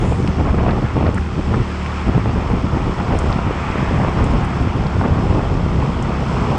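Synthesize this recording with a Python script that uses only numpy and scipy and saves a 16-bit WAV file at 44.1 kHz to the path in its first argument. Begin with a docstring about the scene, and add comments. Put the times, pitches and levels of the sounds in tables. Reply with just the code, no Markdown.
"""Wind thumps and tears at a microphone on a rider's chest, over a motorcycle's throb and wet tyre hiss.
The windscreen sheds the eddies: gusts, sharp slaps, rasping jets and, now and then, a deep boom.
Underneath, the single cylinder fires a little slower as the bike loses speed. Water sizzles over the
microphone port, a few raindrops tick on the camera, and three oncoming cars swish past."""
import sys
import numpy as np
from scipy import signal
from scipy.fft import rfft, irfft, next_fast_len
from scipy.io import wavfile
from scipy.ndimage import uniform_filter1d, map_coordinates

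SR = 44100
rng = np.random.default_rng(int(sys.argv[2]) if len(sys.argv) > 2 else 0)


def to_wav(s):
    """Save 16-bit WAV."""
    ch = np.atleast_2d(s).T  # columns
    pcm = np.round(np.clip(ch, -1, 1) * 32767)  # PCM
    wavfile.write(sys.argv[1], SR, pcm.astype(np.int16))


N = 290178
T = np.arange(N) / SR

# Cue levels are faders, set ahead of each layer's trim and filters.
# gusts spilling over the screen: t/s, length/s, buffet level/dB, tear level/dB, swell level/dB
GUST_CUES = [(0.005, 0.13, -15, -25, -20.5), (0.154, 0.11, -15.5, -44, -27), (0.28, 0.034, -14, -41, -35),
             (0.363, 0.088, -18, -29.5, -30), (0.463, 0.11, -13.5, -26, -24), (0.572, 0.033, -13, -25, -29),
             (0.618, 0.14, -15.5, -23, -23), (0.763, 0.029, -13, -24.5, -26), (0.821, 0.03, -10, -25, -29),
             (0.943, 0.044, -11, -27, -35), (1.01, 0.087, -12, -21.5, -36), (1.136, 0.053, -16.5, -30, -47),
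             (1.358, 0.052, -16, -30, -33), (1.469, 0.15, -15, -30, -21), (2.066, 0.021, -10, -25, -46),
             (2.139, 0.047, -10.5, -35, -31), (2.26, 0.042, -15, -26, -39), (2.329, 0.099, -18, -30.5, -27),
             (2.497, 0.093, -14.5, -26, -21), (2.635, 0.041, -13, -33, -39),
             (2.729, 0.059, -16, -26.5, -39), (2.805, 0.022, -13, -36, -30),
             (2.852, 0.042, -16, -25.5, -20), (2.974, 0.067, -20, -30.5, -27), (3.085, 0.1, -16, -22, -22),
             (3.232, 0.023, -14, -22.5, -12), (3.283, 0.02, -15.5, -31, -32),
             (3.354, 0.054, -17.5, -33, -19), (3.464, 0.053, -16.5, -38, -30), (3.78, 0.06, -18, -31, -32),
             (3.883, 0.17, -14.5, -30, -29), (4.051, 0.045, -21, -23.5, -28),
             (4.151, 0.27, -16, -27.5, -21), (4.596, 0.084, -13.5, -35, -24), (4.752, 0.027, -11, -46, -45),
             (4.8, 0.035, -17, -34, -30), (4.842, 0.029, -18, -22, -21), (4.94, 0.076, -19.5, -41, -32),
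             (5.019, 0.062, -16, -22.5, -31), (5.087, 0.12, -17.5, -25.5, -31),
             (5.223, 0.031, -14, -22, -26), (5.299, 0.084, -14.5, -23.5, -25),
             (5.385, 0.098, -22.5, -25, -29), (5.5, 0.14, -18.5, -32, -19.5),
             (5.647, 0.062, -18.5, -34, -23), (5.725, 0.096, -16, -26.5, -36),
             (5.84, 0.067, -15.5, -25, -19), (5.993, 0.033, -19, -39, -41), (6.08, 0.056, -22.5, -21, -25),
             (6.194, 0.19, -22.5, -30, -43), (6.378, 0.13, -23, -27.5, -38), (6.492, 0.12, -22, -24.5, -33)]
# wind bed between gusts, lowest in the screen's shelter: t/s, level/dB
CALM_FADER = [(0, -0.5), (1.1, -2), (1.25, -2), (1.65, -7), (2.02, -6.5), (2.25, 1), (3.45, -4.5),
              (3.65, -3), (3.85, -2.5), (4.4, -1), (4.52, -0.5), (4.7, -4), (5.9, 0), (6.58, -1.5)]
# tone of the wind's thumping buffet, slow pressure swell and fine tearing: f/Hz, level/dB
BUFFET_EQ = [(30, -9.5), (55, -0.5), (80, -1), (125, -0.5), (190, -5), (290, -12), (450, -20), (900, -34.5),
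             (2500, -63)]
SWELL_EQ = [(10, -21.5), (24, 1), (38, 17.5), (55, 11), (80, 5.5), (160, -55), (600, -120)]
TEAR_EQ = [(120, -15), (280, -1), (420, 2), (650, -3), (1100, -6), (1600, -25), (2500, -20), (4000, -37),
           (8000, -70.5), (14000, -100)]
# four-stroke firing rate: t/s, f/Hz
FIRING_RATE = [(0, 37.7), (1.1, 37.5), (1.8, 37.25), (2.4, 36.6), (3.1, 36.1), (3.7, 35.7), (4.7, 35.15),
               (5.4, 34.7), (6, 34.3), (6.58, 34.35)]
# exhaust note at the highest and the lowest revs: multiple of the firing rate, level/dB
ORDERS_FAST = [(1, -12), (2, 3), (3, -7), (4, -15), (5, -3.5), (6, -13), (7, -17.5), (8, -30), (9, -16),
               (10, -13.5), (11, -22), (12, -19.5), (13, -25)]
ORDERS_SLOW = [(1, -9.5), (2, -0.5), (3, -6.5), (4, -0.5), (5, -4), (6, -4.5), (7, -5), (8, -14), (9, -21),
               (10, -10.5), (11, -18.5), (12, -17.5), (13, -20)]
# rides on the engine, the tyre roar and the spray (up where the road is wetter): t/s, level/dB
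ENGINE_FADER = [(0, -23), (1.8, -22.5), (3.6, -24), (4.6, -23), (6.58, -21.5)]
ROAR_FADER = [(0, -31.5), (0.9, -32), (1.25, -34), (2, -31), (2.8, -29), (3.2, -27.5), (4.3, -26.5),
              (5.55, -31.5), (6.45, -27)]
SPRAY_FADER = [(0, -44.5), (0.35, -46), (0.75, -46.5), (1.3, -46.5), (1.7, -44.5), (2.02, -44), (2.25, -46),
               (2.8, -45.5), (3.2, -44), (3.55, -45), (4.2, -44), (4.55, -45.5), (5.3, -45), (5.75, -45.5),
               (6.1, -45), (6.38, -42), (6.58, -44)]
# tone of the bike's tread and of its spray: f/Hz, level/dB
ROAR_EQ = [(100, -0.5), (300, 0), (550, -2.5), (780, 3), (1150, 2), (1370, -0.5), (1550, -8), (2300, -10),
           (3300, -18), (4000, -32), (7000, -61), (12000, -120)]
SPRAY_EQ = [(1500, -4), (3300, 6), (3900, -1.5), (4600, 1.5), (4900, -1.5), (5220, 4), (5500, -1),
            (5850, -3.5), (6250, -3.5), (6700, -6.5), (8100, -6), (8900, -18.5), (9900, -23), (10400, -22),
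            (11500, -30.5), (14000, -41)]
# early reflections off nearby surfaces: delay/s, level/dB
REFLECTIONS = [(.0034, -43), (.0049, -44), (.0076, -24.5), (0.0102, -20)]
# water creeping over the microphone port: t/s, level/dB, half length/s, f/Hz, glide/(Hz/s)
FILM_CUES = [(0.08, -55, 0.19, 8800, -3000), (0.07, -49.5, 0.15, 7000, 5999), (0.3, -53, 0.16, 5700, -3500),
             (1.2, -58, 0.037, 8100, -2000), (3.2, -56, 0.07, 8300, -4000)]
# single vortices hitting the microphone: t/s, level/dB, core passing time/s
SLAP_CUES = [(0.1233, -7, 0.00064), (.202, -6.5, .0012), (.247, -9, 0.0013), (.386, -10, .00035),
             (0.4105, -7, .0006), (.475, -13, .0004), (0.4875, -10, .0006), (.535, -8.5, 0.0014),
             (.547, -9.5, 0.00053), (0.5865, -8, 0.0005), (0.6383, -8.5, 0.00058), (.6871, -13, .0005),
             (.6945, -9, 0.00041), (0.721, -11, 0.00089), (0.7341, -10, 0.00055), (.779, -9.5, 0.00081),
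             (0.9679, -6, 0.00057), (0.9795, -4.5, 0.00086), (1.0104, -5, 0.00056), (1.0267, -9.5, .0007),
             (1.0666, -15, 0.00063), (1.0834, -8, 0.00068), (1.0917, -1, .0009), (1.165, -12, 0.0012),
             (1.5296, -8, 0.00041), (1.5438, -8.5, 0.00042), (1.5781, -10.5, 0.00084), (1.617, -8.5, 0.002),
             (2.0815, -7.5, 0.0012), (2.09, -2.5, 0.0016), (2.0965, -2.5, 0.0015), (2.1507, -10, 0.00049),
             (2.1798, -4, 0.00059), (2.259, -6, 0.00043), (2.36, -13, .0014), (2.461, -8.5, 0.001),
             (2.5021, -8, 0.00042), (2.516, -12, 0.0003), (2.537, -7, 0.0015), (2.646, -9, .0015),
             (2.7465, -11, 0.0004), (2.772, -6.5, .0012), (2.869, -9.5, 0.0012), (2.896, -7.5, 0.0013),
             (3.0717, -10.5, 0.00035), (3.138, -11, 0.00077), (3.243, -9, 0.0014), (3.301, -7, 0.0016),
             (3.363, -9, 0.0015), (3.3908, -5.5, 0.00044), (3.466, -8, 0.0014), (3.5094, -6, 0.00084),
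             (3.703, -6.5, 0.0019), (3.7573, -5, 0.00048), (3.829, -10, .0011), (3.912, -6.5, .001),
             (3.937, -10.5, .001), (4.0007, -8.5, 0.00044), (4.025, -8, 0.0013), (4.0492, -5, 0.00032),
             (4.061, -10, 0.0013), (4.21, -13, 0.001), (4.262, -8.5, .0012), (4.355, -10, 0.0012),
             (4.675, -6, .0013), (4.754, -8.5, 0.0013), (4.828, -11, 0.0013), (4.9678, -10, 0.00061),
             (5.0141, -5.5, 0.00037), (5.0217, -15, 0.00048), (5.052, -11, 0.0007), (5.127, -10, .0013),
             (5.1605, -13, 0.0008), (5.3047, -11, 0.00086), (5.3272, -9, 0.00079), (5.3525, -8.5, 0.00048),
             (5.3944, -8, 0.00035), (5.454, -10, 0.00061), (5.518, -9, 0.0011), (5.554, -11.5, 0.00095),
             (5.5956, -8.5, 0.00078), (5.664, -7, 0.00097), (5.79, -7.5, 0.0013), (5.9993, -12.5, 0.00061)]
# raindrops on the camera: t/s, level/dB, f/Hz
DROP_CUES = [(0.275, -15.5, 2450), (.276, -21.5, 4600), (.277, -31, 8000), (.7075, -18, 2000),
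             (.7085, -22, 3880), (1.067, -25, 3830), (1.1452, -23, 7960), (1.1798, -33, 7000),
             (1.6897, -36, 8200), (1.861, -16.5, 2280), (2.4983, -34, 7500), (3.1883, -16.5, 7300),
             (3.3264, -17.5, 4200), (4.2416, -22, 7400), (4.3127, -34, 8000), (4.4483, -26, 8160),
             (4.868, -22, 4130), (6.0253, -21.5, 6900)]
# fast jets across the microphone: t/s, level/dB, half length/s, centre f/Hz
RASP_CUES = [(0.483, -26, 0.029, 850), (0.589, -26.5, 0.0067, 1400), (0.642, -32, 0.035, 800),
             (0.696, -25, 0.019, 900), (0.875, -34, 0.07, 1400), (1.033, -32, 0.0096, 900),
             (1.068, -29, 0.02, 1300), (1.179, -25, 0.0083, 1350), (1.531, -25, 0.0046, 1000),
             (1.545, -24, 0.009, 1040), (3.135, -28, 0.026, 750), (4.035, -34, 0.037, 900),
             (4.194, -27.5, 0.025, 840), (4.447, -29.5, .009, 2100), (5.014, -24, .006, 940),
             (5.047, -26, .02, 880), (5.155, -31.5, 0.078, 780), (5.414, -28, 0.012, 950)]
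# spells of deep vortices: t/s, level/dB, half length/s
BOOM_CUES = [(1.038, -19, 0.08), (2.223, -18.5, 0.11), (3.2, -22, 0.29), (5.174, -18, 0.35),
             (5.7, -22.5, 0.078)]
# oncoming cars at their loudest: t/s, level/dB, half length/s
CAR_CUES = [(1.914, -37, 0.48), (3.78, -32, 0.26), (4.4, -46, 0.29)]
# tone of their wet tyres: f/Hz, level/dB
CAR_EQ = [(200, -6), (900, 0.5), (1300, 0.5), (1700, 2.5), (2500, -1), (3300, -11.5), (4200, -18.5),
          (8000, -26), (14000, -85)]
# tone of the saturated eddies, engine clatter, vortex wakes and booms: f/Hz, level/dB
EDDY_EQ = [(20, -13.5), (50, -2.5), (500, -1.5), (1200, -24.5), (4000, -59), (9000, -120)]
CLATTER_EQ = [(300, -19.5), (800, -3.5), (1300, -1), (2600, -5), (5000, -28.5), (10000, -57.5)]
WAKE_EQ = [(150, -7.5), (400, 0.5), (1000, -3), (1500, -14.5), (2500, -22), (5000, -46.5)]
BOOM_EQ = [(40, -29.5), (70, -7), (88, -3), (105, -5), (135, -21.5), (300, -71), (800, -120)]


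def amp(db):
    """Decibels to gain."""
    return 10 ** (np.asarray(db) / 20)


def unit(x):
    """Normalise to rms 1."""
    return x / np.sqrt(np.mean(x ** 2) + 1e-20)


def automation(points):
    """Straight ramps through (time, value) points, one value a sample."""
    return np.interp(T, *np.transpose(points))


def bell(centre_s, half_s):
    """A bell-shaped fade in and out."""
    return np.exp(-((T - centre_s) / half_s) ** 2)


def wobble(rate_hz):
    """A smooth random modulator with rate_hz knots a second."""
    return map_coordinates(rng.standard_normal(int(N * rate_hz / SR) + 4), [T * rate_hz])


def filtered(x, response):
    """Filter x by a gain given as a function of frequency."""
    size = next_fast_len(N + 8192)
    return irfft(rfft(x, size) * response(np.fft.rfftfreq(size, 1 / SR)), size)[:N]


def equalised(x, eq):
    """x through an EQ curve, at rms 1."""
    f, db = np.transpose(eq)
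    return unit(filtered(x, lambda hz: amp(np.interp(np.log(hz + 1), np.log(f), db))))


def noise(eq):
    """Fresh noise through an EQ curve, at rms 1."""
    return equalised(rng.standard_normal(N), eq)


def add(track, s, sound):
    """Mix a one-shot into a track at time s."""
    part = track[max(round(s * SR), 0):][:len(sound)]
    part += sound[:len(part)]


def gust_envelope(levels_db, calm_db, attack_s, release_s):
    """Each gust rises out of the wind bed, holds and lets go."""
    t = np.arange(0, N, 16) / SR
    gain = np.zeros(len(t))
    for (start, length, *_), db in zip(GUST_CUES, levels_db):
        fade_in = (1 + np.tanh((t - start) / attack_s / 2)) / 2
        fade_out = (1 + np.tanh((start + length - t) / release_s / 2)) / 2
        gain += amp(db) * fade_in * fade_out
    return np.hypot(np.interp(T, t, gain), amp(calm_db + automation(CALM_FADER)))


def wind(buffet_trim_db=-2.3, flap_db=1.5, surge_db=1.1, lump_db=4.0, coupling=0.73):
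    """Large eddies thump; the fine turbulence they carry tears in step with their pressure."""
    _, _, buffet_db, tear_db, swell_db = np.transpose(GUST_CUES)
    # saturation: the speed of the flow caps an eddy's pressure
    eddies = equalised(np.tanh(0.71 * noise(BUFFET_EQ)), EDDY_EQ)
    # the screen's wake flaps on and off the microphone
    flapping = unit(amp(flap_db * np.tanh(wobble(34))))
    surges = unit(amp(surge_db * wobble(55)))
    buffet = gust_envelope(buffet_db + buffet_trim_db, calm_db=-24, attack_s=0.0024, release_s=0.0086)
    swell = gust_envelope(swell_db, calm_db=-34, attack_s=0.027, release_s=0.027)
    tear = gust_envelope(tear_db, calm_db=-35.5, attack_s=0.017, release_s=0.018)
    rumble = noise(SWELL_EQ)
    lumps = np.exp(coupling * np.tanh(eddies)) * amp(lump_db * np.tanh(wobble(110)))
    turbulence = equalised(rng.standard_normal(N) * lumps, TEAR_EQ)
    return swell * rumble + surges * (flapping * buffet * eddies + tear * turbulence)


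def engine(rev_jitter=0.0019, flutter_db=0.84, clatter_db=-19):
    """One firing every two crank turns: a stack of orders, with valve and gas clatter on each turn."""
    firing_hz = automation(FIRING_RATE)
    cycles = np.cumsum(firing_hz * (1 + rev_jitter * wobble(20))) / SR
    # crossfade the tone: as the revs sink, other orders land on the pipe's resonances
    revs = (firing_hz - firing_hz.min()) / np.ptp(firing_hz)
    exhaust = np.zeros(N)
    for (order, fast_db), (_, slow_db) in zip(ORDERS_FAST, ORDERS_SLOW):
        gain = amp(revs * fast_db + (1 - revs) * slow_db + flutter_db * wobble(12))
        exhaust += gain * np.sin(2 * np.pi * (order * cycles + rng.random()))
    crank_pulse = (0.5 + 0.5 * np.cos(2 * np.pi * 2 * cycles)) ** 2
    clatter = unit(crank_pulse * noise(CLATTER_EQ))
    return amp(automation(ENGINE_FADER)) * (unit(exhaust) + amp(clatter_db) * clatter)


def reflected(x):
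    """Tank, screen and road each send back a weak copy: a light comb filter."""
    def comb(hz):
        return 1 + sum(amp(db) * np.exp(-2j * np.pi * hz * delay) for delay, db in REFLECTIONS)
    return unit(filtered(x, comb))


def patchy(x, depth_db):
    """Turbulent air lets narrow patches of a hiss swell and sink."""
    bands = signal.stft(x, nperseg=1024)[2]
    patches = uniform_filter1d(rng.standard_normal(bands.shape), size=5, axis=0)  # smear in frequency
    patches = unit(uniform_filter1d(patches, size=6, axis=1))  # and in time
    return unit(signal.istft(bands * amp(depth_db * patches), nperseg=1024)[1][:N])


def tyres(roar_trim_db=0.74, spray_trim_db=1.57, waver_db=0.69, fizz_db=1.5, surge_db=0.45):
    """Tread roars on the asphalt and throws up a grainy spray that lifts on wetter stretches."""
    roar_gain = amp(automation(ROAR_FADER) + roar_trim_db + waver_db * wobble(25))
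    roar = patchy(reflected(noise(ROAR_EQ)), depth_db=1.34)
    droplets = rng.standard_normal(N) * amp(fizz_db * wobble(900))
    spray_gain = amp(automation(SPRAY_FADER) + spray_trim_db + surge_db * wobble(11))
    spray = reflected(equalised(droplets, SPRAY_EQ))
    return roar_gain * roar + spray_gain * spray


def water_films(trim_db=-1, width_hz=1800):
    """Air sizzles through a film of water in broad resonances that glide as the film creeps."""
    band = wobble(width_hz) + 1j * wobble(width_hz)
    sizzle = np.zeros(N)
    for s, db, half, hz, glide in FILM_CUES:
        centre_hz = hz + glide * np.clip(T - s, -2 * half, 2 * half)
        carrier = np.exp(2j * np.pi * np.cumsum(centre_hz) / SR)
        sizzle += amp(db + trim_db) * bell(s, half) * unit((band * carrier).real)
    return sizzle


def vortex_slaps(port_hz=2400, wake_db=-14.5, wake_decay_s=0.0029):
    """A vortex core hits as one pressure spike, snappier the tighter it is, with a turbulent tail."""
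    spikes, wake_envelope = np.zeros(N), np.zeros(N)
    t = np.arange(SR // 10) / SR
    middle = t.mean()
    for s, db, passing_s in SLAP_CUES:
        offset = (t - middle) / passing_s
        spike = (1 - offset ** 2) / (1 + offset ** 2) ** 2
        add(spikes, s - middle, rng.choice([-1, 1]) * amp(db) * spike)
        add(wake_envelope, s, amp(db + wake_db) * np.exp(-t / wake_decay_s))
    wakes = wake_envelope * noise(WAKE_EQ)
    return filtered(spikes + wakes, lambda hz: 1 / (1 + (hz / port_hz) ** 4))


def raindrops(trim_db=-0.5, decay_cycles=1.08, splash_db=-25, splash_decay_s=0.011, splash_width=0.28):
    """A drop lands as a tick of a few cycles, then a brief splash around the same pitch."""
    hits = np.zeros(N)
    t = np.arange(SR // 8) / SR - 0.001  # room for the tick's attack
    bins_hz = np.fft.rfftfreq(len(t), 1 / SR)
    for s, db, hz in DROP_CUES:
        tick = np.exp(-(t * hz / decay_cycles) ** 2) * np.sin(2 * np.pi * hz * t)
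        band = np.exp(-((bins_hz / hz - 1) / splash_width) ** 2)
        hiss = unit(irfft(rfft(rng.standard_normal(len(t))) * band, len(t)))
        splash = hiss * np.exp(-t / splash_decay_s) * (t > 0)
        add(hits, s, amp(db + trim_db) * (tick + amp(splash_db) * splash))
    return filtered(hits, lambda hz: 1 / (1 + (hz / 10200) ** 20))  # steep high cut


def jet_rasps(crackle_db=3.0, crackle_hz=220, port_hz=2200):
    """A fast jet breaks into a short, crackling hiss, brighter than the gust around it."""
    jets = np.zeros(N)
    for s, db, half, centre_hz in RASP_CUES:
        def band(hz):
            return (hz / centre_hz) ** 2 / (1 + (hz / centre_hz) ** 4) / (1 + (hz / port_hz) ** 6)
        grains = rng.standard_normal(N) * amp(crackle_db * np.tanh(wobble(crackle_hz)))
        jets += amp(db) * bell(s, half) * unit(filtered(grains, band))
    return jets


def vortex_booms():
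    """In spells the screen sheds large vortices at a nearly steady rate: a narrow band of bass."""
    envelope = sum(amp(db) * bell(s, half) for s, db, half in BOOM_CUES)
    return envelope * noise(BOOM_EQ)


def passing_cars():
    """Each car's wet tyres swell as it nears and fade as it leaves."""
    nearness = sum(amp(db) / (1 + ((T - s) / half) ** 2) for s, db, half in CAR_CUES)
    return nearness * reflected(noise(CAR_EQ))


def scene():
    """All layers sum to mono at one microphone."""
    motor = engine()
    air = wind() + vortex_booms() + vortex_slaps() + jet_rasps()
    wet_road = tyres() + water_films() + passing_cars() + raindrops()
    return (motor + air + wet_road)[None]


def record(dry, ceiling=0.85, high_cut_hz=15600):
    """The microphone soft-clips the hardest gusts; the camera cuts everything above its band limit."""
    rounded = dry[0] / (1 + (dry[0] / ceiling) ** 6) ** (1 / 6)
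    return filtered(rounded, lambda hz: hz < high_cut_hz)[None]


dry = scene()
out = record(dry)
to_wav(out)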